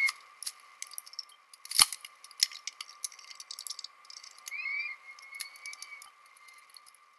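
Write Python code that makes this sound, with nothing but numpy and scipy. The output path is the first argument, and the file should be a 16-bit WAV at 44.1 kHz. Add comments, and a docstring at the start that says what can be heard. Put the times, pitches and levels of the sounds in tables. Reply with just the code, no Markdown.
"""A garage workshop, where bar clamps are hurriedly set and tightened on a wooden frame.
Jaws, bars and handles strike and ring, and a jaw skids along its bar and bangs onto the wood.
Loaded threads creak and tick; a dry screw sticks and slips, squealing hard or singing softly.
A machine whines faintly in the distance. The microphone stays in one spot, nearly mono."""
import sys
import numpy as np
from scipy import signal
from scipy.fft import rfft, irfft
from scipy.io import wavfile

SR = 44100
rng = np.random.default_rng(int(sys.argv[2]) if len(sys.argv) > 2 else 0)


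def int16_out(signal):
    """Quantize to a 16-bit WAV file."""
    q = np.round(np.clip(np.atleast_2d(signal).T, -1, 1) * 32767)
    wavfile.write(sys.argv[1], SR, q.astype(np.int16))


N = 316638
TIME = np.arange(N) / SR
HIT_TIME = np.arange(SR // 16) / SR
SIDE = np.array([[1], [-1]])   # adds on the left, subtracts on the right


def from_db(db):
    """Decibels to gain."""
    return 10 ** (np.asarray(db) / 20)


def rms_one(x):
    """Scale to unit rms."""
    return x / np.sqrt(np.mean(x ** 2) + 1e-30)


def one_ms(x):
    """Scale to the energy of one millisecond at unit rms: the reference for a hit's level."""
    return x * np.sqrt(SR / 1000 / (np.sum(x ** 2) + 1e-30))


def curve(points, at=TIME):
    """Follow straight lines between (seconds, value) points."""
    return np.interp(at, *np.transpose(points))


def drift(per_s):
    """A random wander of unit rms."""
    knots = rng.standard_normal(int(N / SR * per_s) + 2)
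    return rms_one(np.interp(TIME * per_s, np.arange(len(knots)), knots))


def gate(start, end, edge_s):
    """Attack, hold, release."""
    return np.clip(np.minimum(TIME - start, end - TIME) / edge_s, 0, 1)


def coloured(x, spectrum):
    """Give noise a spectrum of (Hz, dB) points."""
    hz, level_db = np.transpose(spectrum)
    bins = np.maximum(np.fft.rfftfreq(len(x), 1 / SR), 1)
    return irfft(rfft(x) * from_db(np.interp(np.log(bins), np.log(hz), level_db)), len(x))


def resonate(x, hz, width):
    """A resonance applied twice, so that its skirts are steep."""
    r = np.exp(-np.pi * width / SR)
    b = np.array([1, 0, -1]) * (1 - r * r) / 2
    a = [1, -2 * r * np.cos(2 * np.pi * hz / SR), r * r]
    return signal.lfilter(b, a, signal.lfilter(b, a, x + 1e-18))


def noisy_modes(modes, drive=1):
    """Ring each (Hz, width in Hz, dB) mode with its own noise, shaped by the drive."""
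    return sum(from_db(db) * rms_one(resonate(drive * rng.standard_normal(N), hz, width))
               for hz, width, db in modes)


def add(track, s, sound):
    """Mix a sound into a track at a time."""
    start = int(max(s, 0) * SR)
    part = sound[:N - start]
    track[start:start + len(part)] += part


# Room tone around the microphone. Each row: frequency in Hz, relative density in dB.
AIR_SPECTRUM = [(30, -42.5), (100, -29.5), (250, -19), (400, -18), (520, -15), (620, -9.5), (760, -12.5),
                (900, -11.5), (1120, 6.5), (1550, -7.5), (2120, -4), (2700, -11.5), (5000, -22.5),
                (12000, -26.5)]
# Its rise and fall. Each row: time in seconds, level in dB before the trim.
AIR_LEVEL = [(0, -53), (.3, -60.5), (.85, -60.5), (1.5, -65), (1.9, -61.8), (4.2, -61), (4.7, -58),
             (5.1, -60.5), (5.95, -59.3), (6.15, -63), (6.8, -63.8), (7.18, -67.5)]
# The machine in the distance. 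Each row: resonance in Hz, width in Hz, level in dB before the trim.
MACHINE_MODES = [(428, 10, -88), (527.3, 78, -78.5), (754.3, 21, -78), (837.7, 30, -80), (1095, 76, -65),
                 (1185, 13, -60.5), (2074, 110, -64.5), (2355, 57, -69.5), (3060, 60, -79.5)]


def background(air_trim_db=-1.5, machine_trim_db=-3):
    """Room air and a distant machine's whine swell and sink together; the bass is a little wider."""
    level_db = curve(AIR_LEVEL)
    mid, side = (rms_one(coloured(rng.standard_normal(N), AIR_SPECTRUM)) for _ in range(2))
    side = coloured(side, [(250, -15), (700, -26)])
    air = from_db(level_db + air_trim_db) * (mid + side * SIDE)
    swell = from_db(level_db - np.median(level_db) + machine_trim_db)
    return air + swell * noisy_modes(MACHINE_MODES)


# What the garage throws back at the microphone. Each row: frequency in Hz, relative level in dB.
REFLECTION_SPECTRUM = [(100, -6.5), (1000, 0.5), (2000, 3.5), (5000, -0.5), (8000, -1.5), (12000, 1.5)]


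def garage(direct, early_db=-16, early_t60_s=.07, late_db=-25, late_t60_s=.54, side_db=-18):
    """The direct sound, quick reflections off bench and timber, then a faint tail from the walls."""
    t = np.arange(SR) / SR
    onset = np.clip((t - .003) / .011, 0, 1)
    reflections = []
    for _ in range(2):
        response = 0
        for db, t60 in ((early_db, early_t60_s), (late_db, late_t60_s)):
            tail = coloured(rng.standard_normal(SR), REFLECTION_SPECTRUM)
            tail *= onset * from_db(-60 * t / t60)
            response += from_db(db) * tail / np.linalg.norm(tail)
        reflections.append(signal.fftconvolve(direct, response)[:N])
    mid, side = reflections
    return direct + mid + from_db(side_db) * side * SIDE


def catches(per_s, spread_db, max_spreads):
    """Friction catches and lets go at random: a train of uneven impulses."""
    caught = rng.random(N) < per_s / SR
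    return caught * from_db(spread_db * np.minimum(rng.exponential(1, N), max_spreads))


def contact(chatter_ms, rise_ms, bite, grain_db=2.5):
    """A contact bites within a moment, then dies in a spray of tiny rebounds."""
    noise, size = rng.standard_normal((2, len(HIT_TIME)))
    ms = HIT_TIME * 1000
    envelope = (1 - np.exp(-ms / rise_ms)) * np.exp(-(ms / max(chatter_ms, .3)) ** .94)
    force = noise * from_db(grain_db * np.clip(size, -2, 2)) * envelope
    force[0] += bite
    return force


# The metal of a clamp on the bench. Each row: resonance in Hz, width in Hz, relative level in dB.
CLAMP_MODES = [(2101, 340, -0.5), (2348, 480, -7), (2889, 500, -3), (3767, 380, -4.5), (4230, 550, -2),
               (4670, 510, 1), (5136, 240, -0.5), (5480, 310, -2), (6055, 690, 0.5), (6676, 570, -2.5),
               (7754, 600, -3), (9536, 600, -1.5), (9950, 470, 1.5), (10700, 1000, 2), (11450, 600, -6)]


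def rubbed_clamp(per_s, spread_db, tilt_db_per_octave, widen):
    """Tiny catches of metal on metal, each ringing the clamp; unit rms."""
    modes = [(hz, width * widen, db + tilt_db_per_octave * np.log2(hz / 5000))
             for hz, width, db in CLAMP_MODES]
    return rms_one(noisy_modes(modes, catches(per_s, spread_db, max_spreads=4)))


def struck_clamp(hits, bite=.9, mode_floor=1, ring_width_hz=330, rise_share=.2):
    """Each spot has its own ring; hard edges add treble, heavy blows the bar's low modes."""
    out = np.zeros(N)
    hz, width, mode_db = np.transpose(CLAMP_MODES)
    body, edge = hz < 3400, hz > 8600
    for s, db, body_db, edge_db, ring_hz, share, chatter_ms in hits:
        force = contact(1.05 * chatter_ms, rise_share * max(chatter_ms, .3), bite)
        near_ring = mode_floor + np.exp(-((hz - ring_hz) / 1100) ** 2)
        gains = near_ring * from_db(mode_db + rng.normal(0, 4, len(hz))) * rng.choice([-1, 1], len(hz))
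        modes = np.array([g * one_ms(resonate(force, f, w)) for f, w, g in zip(hz, width, gains)])
        ring = np.sqrt(share) * one_ms(resonate(force, ring_hz, ring_width_hz))
        middle = np.sqrt(1 - share) * one_ms(modes[~body & ~edge].sum(0))
        low = from_db(body_db) * one_ms(modes[body].sum(0))
        high = from_db(edge_db) * one_ms(modes[edge].sum(0))
        add(out, s - .0006, from_db(db) * (low + one_ms(ring + middle) + high))
    return out


# Play in handles and bars, faint at the microphone. Each row: time in seconds, level in dB before trims.
LOOSE_PLAY = [(0, -47.5), (.32, -64.5), (.58, -58.5), (.9, -63.5), (1.3, -69.5), (2.05, -63), (3.3, -66),
              (3.95, -75.5), (4.25, -57), (4.55, -73), (5.07, -63), (5.3, -65.5), (5.82, -57),
              (6.15, -67.5), (6.55, -60), (7.05, -69)]


def loose_rustle(trim_db=-4.5):
    """Loose parts rub softly all through the work."""
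    rub = rubbed_clamp(per_s=600, spread_db=.5, tilt_db_per_octave=-6.5, widen=.9)
    return from_db(curve(LOOSE_PLAY) + trim_db) * rub


def loose_hits(count=22, trim_db=5, spread_db=2.5, body_db=-10, edge_db=-1, share=.4, chatter_ms=2.5):
    """Hits for struck_clamp: loose parts touch at random, as hard as their play allows."""
    place, size, spot = rng.random((count, 3)).T
    starts = (np.arange(count) + place) / count * (N - 1) / SR
    levels = curve(LOOSE_PLAY, starts) + trim_db + spread_db * (2 * size - 1)
    rings_hz = 5000 * 2 ** ((spot - .5) / 2)
    return [(s, db, body_db, edge_db, hz, share, chatter_ms)
            for s, db, hz in zip(starts, levels, rings_hz)]


# Turns of a handle. Each row: start and end in seconds, level in dB before the trim.
HANDLE_TURNS = [(.85, 0.952, -56), (1.06, 1.23, -59), (2.423, 2.593, -60.5), (2.807, 2.97, -54),
                (3.103, 3.433, -53), (3.49, 3.85, -51.5), (4.104, 4.408, -53.5)]


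def thread_creak(trim_db=-6.5, ease_s=.053, lurch_db=4):
    """Each turn takes up the load, moves in fits and lets off; uneven slips ring the screw."""
    screw_modes = [(2076, 220, -11), (4654, 300, -1.5), (5560, 260, -3.5),
                   (6065, 320, -7), (7980, 320, -13)]
    slips = catches(per_s=280, spread_db=4, max_spreads=3)
    load = sum(from_db(db + trim_db) * gate(start - ease_s / 2, end + ease_s / 2, ease_s)
               for start, end, db in HANDLE_TURNS)
    return load * from_db(lurch_db * drift(30)) * rms_one(noisy_modes(screw_modes, slips))


# Faint squeaks of the thread. Each row: start and end in seconds, first and last pitch in Hz, level in dB.
THREAD_SQUEAKS = [(1.318, 1.332, 3150, 3155, -51), (1.334, 1.358, 3100, 3180, -56),
                  (4.57, 4.661, 3950, 4270, -57.5), (4.631, 4.756, 4085, 4650, -56),
                  (4.658, 4.74, 5100, 5250, -62.5), (4.758, 4.873, 3610, 3960, -63),
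                  (4.767, 4.839, 5420, 5530, -64.5), (4.769, 4.852, 3030, 3070, -78),
                  (5.737, 5.967, 3050, 3060, -69), (6.06, 6.092, 3010, 3100, -62)]


def thread_squeaks(jitter=.003, flutter_db=3):
    """Higher modes of the screw catch briefly and glide up as the pressure grows."""
    out = np.zeros(N)
    wobble = 1 + jitter * drift(400)
    flutter = from_db(flutter_db * drift(150))
    for start, end, start_hz, end_hz, db in THREAD_SQUEAKS:
        now = (TIME > start) & (TIME < end)
        along = (TIME[now] - start) / (end - start)
        hz = (start_hz + (end_hz - start_hz) * along) * wobble[now]
        tone = np.sqrt(2) * np.sin(2 * np.pi * np.cumsum(hz) / SR)
        out[now] += from_db(db) * np.sin(np.pi * along) * flutter[now] * tone
    return out


def stick_slip(hz, level, octave, jitter=.0041, flutter_db=1.64, rasp_db=-17.5):
    """Stick and slip lock into a thin tone with a fitful octave; uneven slips roughen it."""
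    phase = 2 * np.pi * np.cumsum(hz * (1 + jitter * drift(220))) / SR
    fitful_octave = octave * from_db(3.5 * drift(45) - 2.5)
    tone = 0
    for harmonic, gain in ((1, level), (2, fitful_octave)):
        rasp = from_db(rasp_db) * harmonic ** 2 * (drift(330) + 1j * drift(330))
        tone += gain * np.real((1 + rasp) * np.exp(1j * harmonic * phase))
    return np.sqrt(2) * tone * from_db(flutter_db * drift(70) - 1.5)


def bar_buzz(level):
    """The squeal's friction also shakes the bar's lowest mode and its overtones."""
    friction = rng.standard_normal(N)
    return level * sum(from_db(db) * rms_one(resonate(friction, hz, width))
                       for hz, width, db in ((2120, 107, -12), (4410, 800, -29)))


# Hard strokes of the dry screw. Each row: start and end in seconds, first and last pitch in Hz
# before the sag, drive in dB, octave in relative dB.
HARD_STROKES = [(-.01, .088, 2185, 2130, -26.5, -28), (4.507, 4.656, 2122, 2690, -36.5, -17),
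                (4.648, 4.887, 2130, 2451, -33.3, -19), (4.876, 4.936, 2110, 2150, -37, -27)]
# Gentle nudges. Each row: centre and half length in seconds, drive in dB, octave in relative dB.
GENTLE_NUDGES = [(3.292, 0.055, -56, -16), (4.941, .02, -50, -22.5), (5.098, 0.047, -49, -22.5),
                 (5.255, .04, -51, -22), (5.364, .04, -41, -24), (5.451, .03, -46.5, -5),
                 (5.551, .035, -50.5, -10), (5.68, 0.051, -41, -15), (5.82, 0.042, -58, 6),
                 (5.922, 0.077, -46.5, -18.5), (6.29, .04, -61, -14), (6.51, .1, -57, -10)]
# The note the nudges draw from the screw. Each row: time in seconds, pitch in Hz.
SINGING_PITCH = [(3.3, 2078), (4.95, 2139), (5.25, 2166), (5.47, 2216), (5.68, 2278), (5.83, 2313),
                 (5.92, 2270), (6.03, 2177), (6.3, 2115), (6.8, 2050)]


def dry_screw(choke_db=7, octave_growth_db=9.5, sag_s=.016, sag_share=.0904, flicker_db=2.4):
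    """Hard strokes squeal and choke as pressure builds; gentle nudges swell into a soft singing."""
    hz = curve(SINGING_PITCH)
    level, octave = np.zeros((2, N))
    for start, end, start_hz, end_hz, db, octave_db in HARD_STROKES:
        along = np.clip((TIME - start) / (end - start), 0, 1)
        stroke = from_db(db - choke_db * along ** 4) * gate(start, end, edge_s=.012)
        glide = start_hz + (end_hz - start_hz) * along
        sag = 1 - sag_share * np.clip(1 - (end - TIME) / sag_s, 0, 1)   # the hand lets go
        hz = np.where(stroke > level, glide * sag, hz)
        level = np.maximum(level, stroke)
        octave += from_db(octave_db + octave_growth_db * (along - .5)) * stroke
    flicker = from_db(flicker_db * drift(45))   # under a light load the tone keeps half breaking off
    for s, half_s, db, octave_db in GENTLE_NUDGES:
        swell = flicker * from_db(db) * np.exp(-np.minimum(((TIME - s) / half_s) ** 2, 20))
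        level += swell
        octave += from_db(octave_db) * swell
    return stick_slip(hz, level, octave) + bar_buzz(level)


# A loaded thread jumping forward. Each row: start in seconds, level in dB, bar body in relative dB,
# ring in Hz, that ring's share from 0 to 1.
THREAD_JUMPS = [(0.934, -33, -18, 4740, 0.9), (1.064, -42.5, -8, 5300, 0.7), (1.132, -34.5, -22, 5390, 1),
                (1.1887, -22, -35, 5350, 0.96), (1.2, -38, -16, 5390, 0.9), (1.2329, -41, -18, 5280, .85),
                (2.4585, -37.5, 2.5, 5000, .2), (2.516, -42.5, 8, 5300, .45), (2.5297, -35.5, -5, 5300, .5),
                (2.546, -37.5, -4, 5130, .1), (2.553, -32, -23, 3880, .8), (2.567, -33.5, -11, 4290, 0.4),
                (2.589, -43, -10, 5480, 1), (2.6854, -36, -4, 5020, 0.2), (2.726, -46, -1, 4400, 0.25),
                (2.8938, -36, -16, 5460, 0.93), (2.9073, -43, -6, 5530, .65), (2.928, -45, -17, 4080, .5),
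                (3.1197, -37.5, -9.5, 5720, .55), (3.1362, -43, 0, 5680, .7), (3.1887, -37.5, -5, 5660, .7),
                (3.243, -46, 3.5, 5320, 0.4), (3.275, -40.5, -13.5, 4670, .5), (3.3026, -40, 0, 5800, .35),
                (3.311, -33, -7, 4540, 0.58), (3.3525, -41, -9, 4620, .4), (3.4131, -37, -15, 4600, .6),
                (3.5074, -26, -23, 4640, 0.45), (3.535, -31, -23, 4700, 0.1), (3.6063, -30, -35, 4450, .4),
                (3.6207, -39, -14, 4460, .75), (3.698, -30, -28, 4640, .5), (3.7035, -25, -31, 5640, 0.1),
                (3.742, -41, -19, 4600, .5), (3.7895, -27, -21, 4610, 0.38), (3.8432, -26, -35, 4580, 0.47),
                (4.1012, -32.5, -23, 5050, 0.53), (4.1328, -35, -24, 5080, 0.8),
                (4.167, -31.5, -32, 5380, .5), (4.2385, -35, -14, 5640, 0.4), (4.2714, -37, -11, 5160, 0.8),
                (4.3102, -41, -16, 7520, 0.23), (5.187, -38, -10, 5250, .65)]


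def thread_ticks(edge_db=-57, chatter_ms=1.9):
    """Short jumps start softly and ring the clamp; their faint hard edge does not grow with size."""
    hits = [(s, db, body_db, edge_db - db, hz, share, chatter_ms)
            for s, db, body_db, hz, share in THREAD_JUMPS]
    return struck_clamp(hits, bite=.3, mode_floor=.8, ring_width_hz=260, rise_share=.5)


# Skids along a bar. Each row: fastest moment in seconds, level in dB, seconds to rise and to fall 20 dB.
JAW_SKIDS = [(.089, -35.5, 0.03, 0.0238), (.471, -32, .019, .033), (1.72, -41, 0.0356, 0.03),
             (1.81, -25, .04, 0.0456), (1.88, -49.5, 0.08, 0.1), (5.408, -41.5, .012, 0.0369)]


def jaw_skids():
    """A jaw gathers speed and stops, scraping all the clamp's resonances."""
    speed = 0
    for s, db, rise_s, fall_s in JAW_SKIDS:
        drop_db = 20 * np.maximum((s - TIME) / rise_s, (TIME - s) / fall_s).clip(0, 10)
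        speed += from_db(db - drop_db)
    return speed * rubbed_clamp(per_s=1100, spread_db=1, tilt_db_per_octave=1.5, widen=2.9)


# The wooden frame. Each row: resonance in Hz, width in Hz, relative level in dB.
FRAME_MODES = [(825, 140, 1.5), (1189, 150, 4.5), (1262, 120, 1)]
# Blows that reach it. Each row: start in seconds, wood level in dB, lowest mode in relative dB,
# bench thump in dB.
FRAME_BLOWS = [(0.09, -27, -33, -75), (0.454, -67, -6, -66), (.472, -45, -5, -64), (1.713, -47, -8, -66),
               (1.795, -29, -5, -51), (1.8048, -28, -1, -32.5), (1.8175, -14.5, -3.5, -44),
               (1.925, -49.5, 3, -64), (2.047, -53.5, -4, -64), (2.807, -37, -22.5, -75),
               (4.476, -51, -11, -73.5), (5.400, -58, -7, -60), (5.409, -44.5, -9.5, -67.5),
               (6.06, -44.5, -1.5, -66.5), (6.075, -46.5, 0, -73.5), (6.87, -53.5, -6.5, -74)]


def frame_knocks(thump_hz=380):
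    """The timber answers with a short hollow note, the bench with a dull push."""
    timber, bench = np.zeros((2, N))
    push = signal.sosfilt(signal.butter(2, thump_hz, fs=SR, output="sos"), np.exp(-HIT_TIME / .0003))
    for s, wood_db, lowest_db, thump_db in FRAME_BLOWS:
        force = contact(chatter_ms=.93, rise_ms=.3, bite=.88)
        lowest, *upper = [from_db(db) * one_ms(resonate(force, hz, width))
                          for hz, width, db in FRAME_MODES]
        wood = from_db(lowest_db) * lowest + sum(upper)
        add(timber, s - .001, from_db(wood_db) * one_ms(wood))
        add(bench, s - .001, from_db(thump_db) * one_ms(push))
    return timber, bench


# Metal on metal, loudest at the microphone. Each row: start in seconds, level in dB, bar body and hard
# edge in relative dB, ring in Hz, that ring's share from 0 to 1, rough chatter time in milliseconds.
CLAMP_STRIKES = [(.0887, -20.5, -4.5, -15, 4500, 0.08, 2.5), (.156, -47, -8, -4.5, 5200, .2, 6.3),
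                 (.205, -46, -15, -15, 4230, .15, 3.8), (.426, -32, -22, 4, 5570, .9, 1.3),
                 (.472, -25.5, -23, 0, 4340, .3, 2.5), (.5982, -51, 0, 3, 4520, 0.7, 1.1),
                 (.824, -25.5, -6.5, -8, 7960, .2, 0.85), (.8693, -47, -3, 7, 5240, .8, 1.4),
                 (.9125, -46.5, -6, 7, 4720, .6, 1.4), (.9835, -35.5, -22, 11, 5760, 0.97, .4),
                 (1.0736, -35.5, -19, -8.5, 5430, 0.44, 2.4), (1.2919, -49, -6, 6, 4270, .4, 8),
                 (1.5355, -39, -11.5, 0, 4900, .5, 3.6), (1.6534, -32.5, -9.5, -4, 5300, .2, 2),
                 (1.713, -26, -9.5, -1.5, 4630, 0.75, 3.7), (1.7488, -27, -13, 2.5, 4330, .3, 4.5),
                 (1.7643, -22, -17, -0.5, 5300, .2, 3.1), (1.7824, -19, -20, -3, 4400, 0.8, 5.1),
                 (1.7935, -8.5, -12.5, -11.5, 4950, .3, 2.1), (1.8103, -22, 0, 7, 5500, 0.2, 5.5),
                 (1.8172, -8, -2.5, 1, 4230, .58, 1.66), (1.9254, -27, -7.5, 2.5, 6350, .05, 3.1),
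                 (1.9453, -32.5, -7.5, -7, 5120, 0.1, 0.77), (2.009, -60.5, -8, 16, 4670, .2, 1.8),
                 (2.0465, -36.5, 6, -0.5, 5020, 0.5, 2.2), (2.062, -46, -8, 0.5, 5020, .05, 4.4),
                 (2.243, -36.5, -13, -2, 5230, .25, 4.5), (2.311, -38, -15.5, -7, 4710, 1, 1.5),
                 (2.398, -31.5, -10.5, 0.5, 4980, 0.4, 2.9), (2.4143, -29.5, -10, -18, 5830, .05, 2.2),
                 (2.4273, -8, -12.5, -12.5, 4990, 0.04, 1.87), (2.6741, -22.5, -6, -32, 5140, 0.03, 2),
                 (2.8066, -27.5, -1, -8, 4500, 0, 2.3), (3.0307, -44, -22.5, -2, 5940, .3, 4.6),
                 (3.0447, -24.5, -21, -2, 6100, .3, 1), (3.0485, -23.5, -21, -1, 6170, 0.2, 2.4),
                 (3.4002, -30.5, -16, -7, 5620, .35, 4), (3.5885, -31.5, -21, 0, 5480, 0.44, 1.1),
                 (3.667, -29.5, -30, 2.5, 7600, 0.67, 0.63), (3.7106, -28, -29, -6.5, 5580, .6, 3),
                 (4.0475, -43, -18, -9.5, 5130, 0.22, 5), (4.3848, -41, -23, -3.5, 4370, 0.45, 1.9),
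                 (4.4624, -39.5, -10, -9, 5300, .05, 3.3), (4.4768, -28, -5.5, -4.5, 6200, .05, 2.35),
                 (5.2228, -43, -8.5, -7.5, 5460, 0.77, 7), (5.347, -48.5, -12, 5.5, 6110, .15, 4),
                 (5.4003, -35.5, -18.5, 2.5, 4390, .45, 1.5), (5.4107, -26.5, -4.5, -2, 4330, 0.2, 2.8),
                 (5.5598, -46.5, -14, 4, 6200, 0.54, 1.5), (5.657, -31.5, -14, -6, 5520, 0.4, 1.7),
                 (5.7332, -31.5, -24, -7.5, 6200, .3, 1.9), (5.8243, -29.5, -19, -4.5, 6070, 0.21, 1.7),
                 (6.0191, -38, -19, 0, 7000, 0.22, 2.3), (6.0445, -47, -10.5, 3.5, 5000, .05, 2.7),
                 (6.2585, -52, -6, 0.5, 4490, .65, 4), (6.3683, -53.5, -11, 8.5, 4200, .65, 2.1),
                 (6.4835, -45, -7, -1.5, 4210, 0.29, 5.8), (6.581, -57, -16.5, 10.5, 5150, 0.1, 7),
                 (6.6968, -52, -2, 3.5, 4330, .9, 4), (6.7428, -54.5, -4, 13, 4990, 0.2, 1.9),
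                 (6.766, -35, -22, -15, 4286, 1, 1.8), (6.865, -48, -10, 1, 5070, .25, 7.8),
                 (6.884, -44, -14, 0, 4970, .7, 2.2), (6.9455, -60, -13, 15.5, 5600, .25, 2.3)]


def clamp_clinks():
    """Jaws, bars and handles strike and ring, with faint touches of loose parts in between."""
    return struck_clamp(list(CLAMP_STRIKES) + loose_hits())


def scene(thump_left_share=.2):
    """The clamp work in the garage; the bench thumps a little to the left of the microphone."""
    wood, thump = frame_knocks()
    friction = loose_rustle() + thread_creak() + jaw_skids() + dry_screw() + thread_squeaks()
    metal = clamp_clinks() + thread_ticks()
    return garage(metal + wood + thump + friction) + thump_left_share * thump * SIDE + background()


def record(dry, ceiling=.75, cutoff_hz=11780):
    """After the microphone, any peak over the ceiling is flattened and the top is cut steeply."""
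    lowpass = signal.ellip(5, .15, 42, cutoff_hz, fs=SR, output="sos")
    return signal.sosfiltfilt(lowpass, np.clip(dry, -ceiling, ceiling))


dry = scene()
out = record(dry)
int16_out(out)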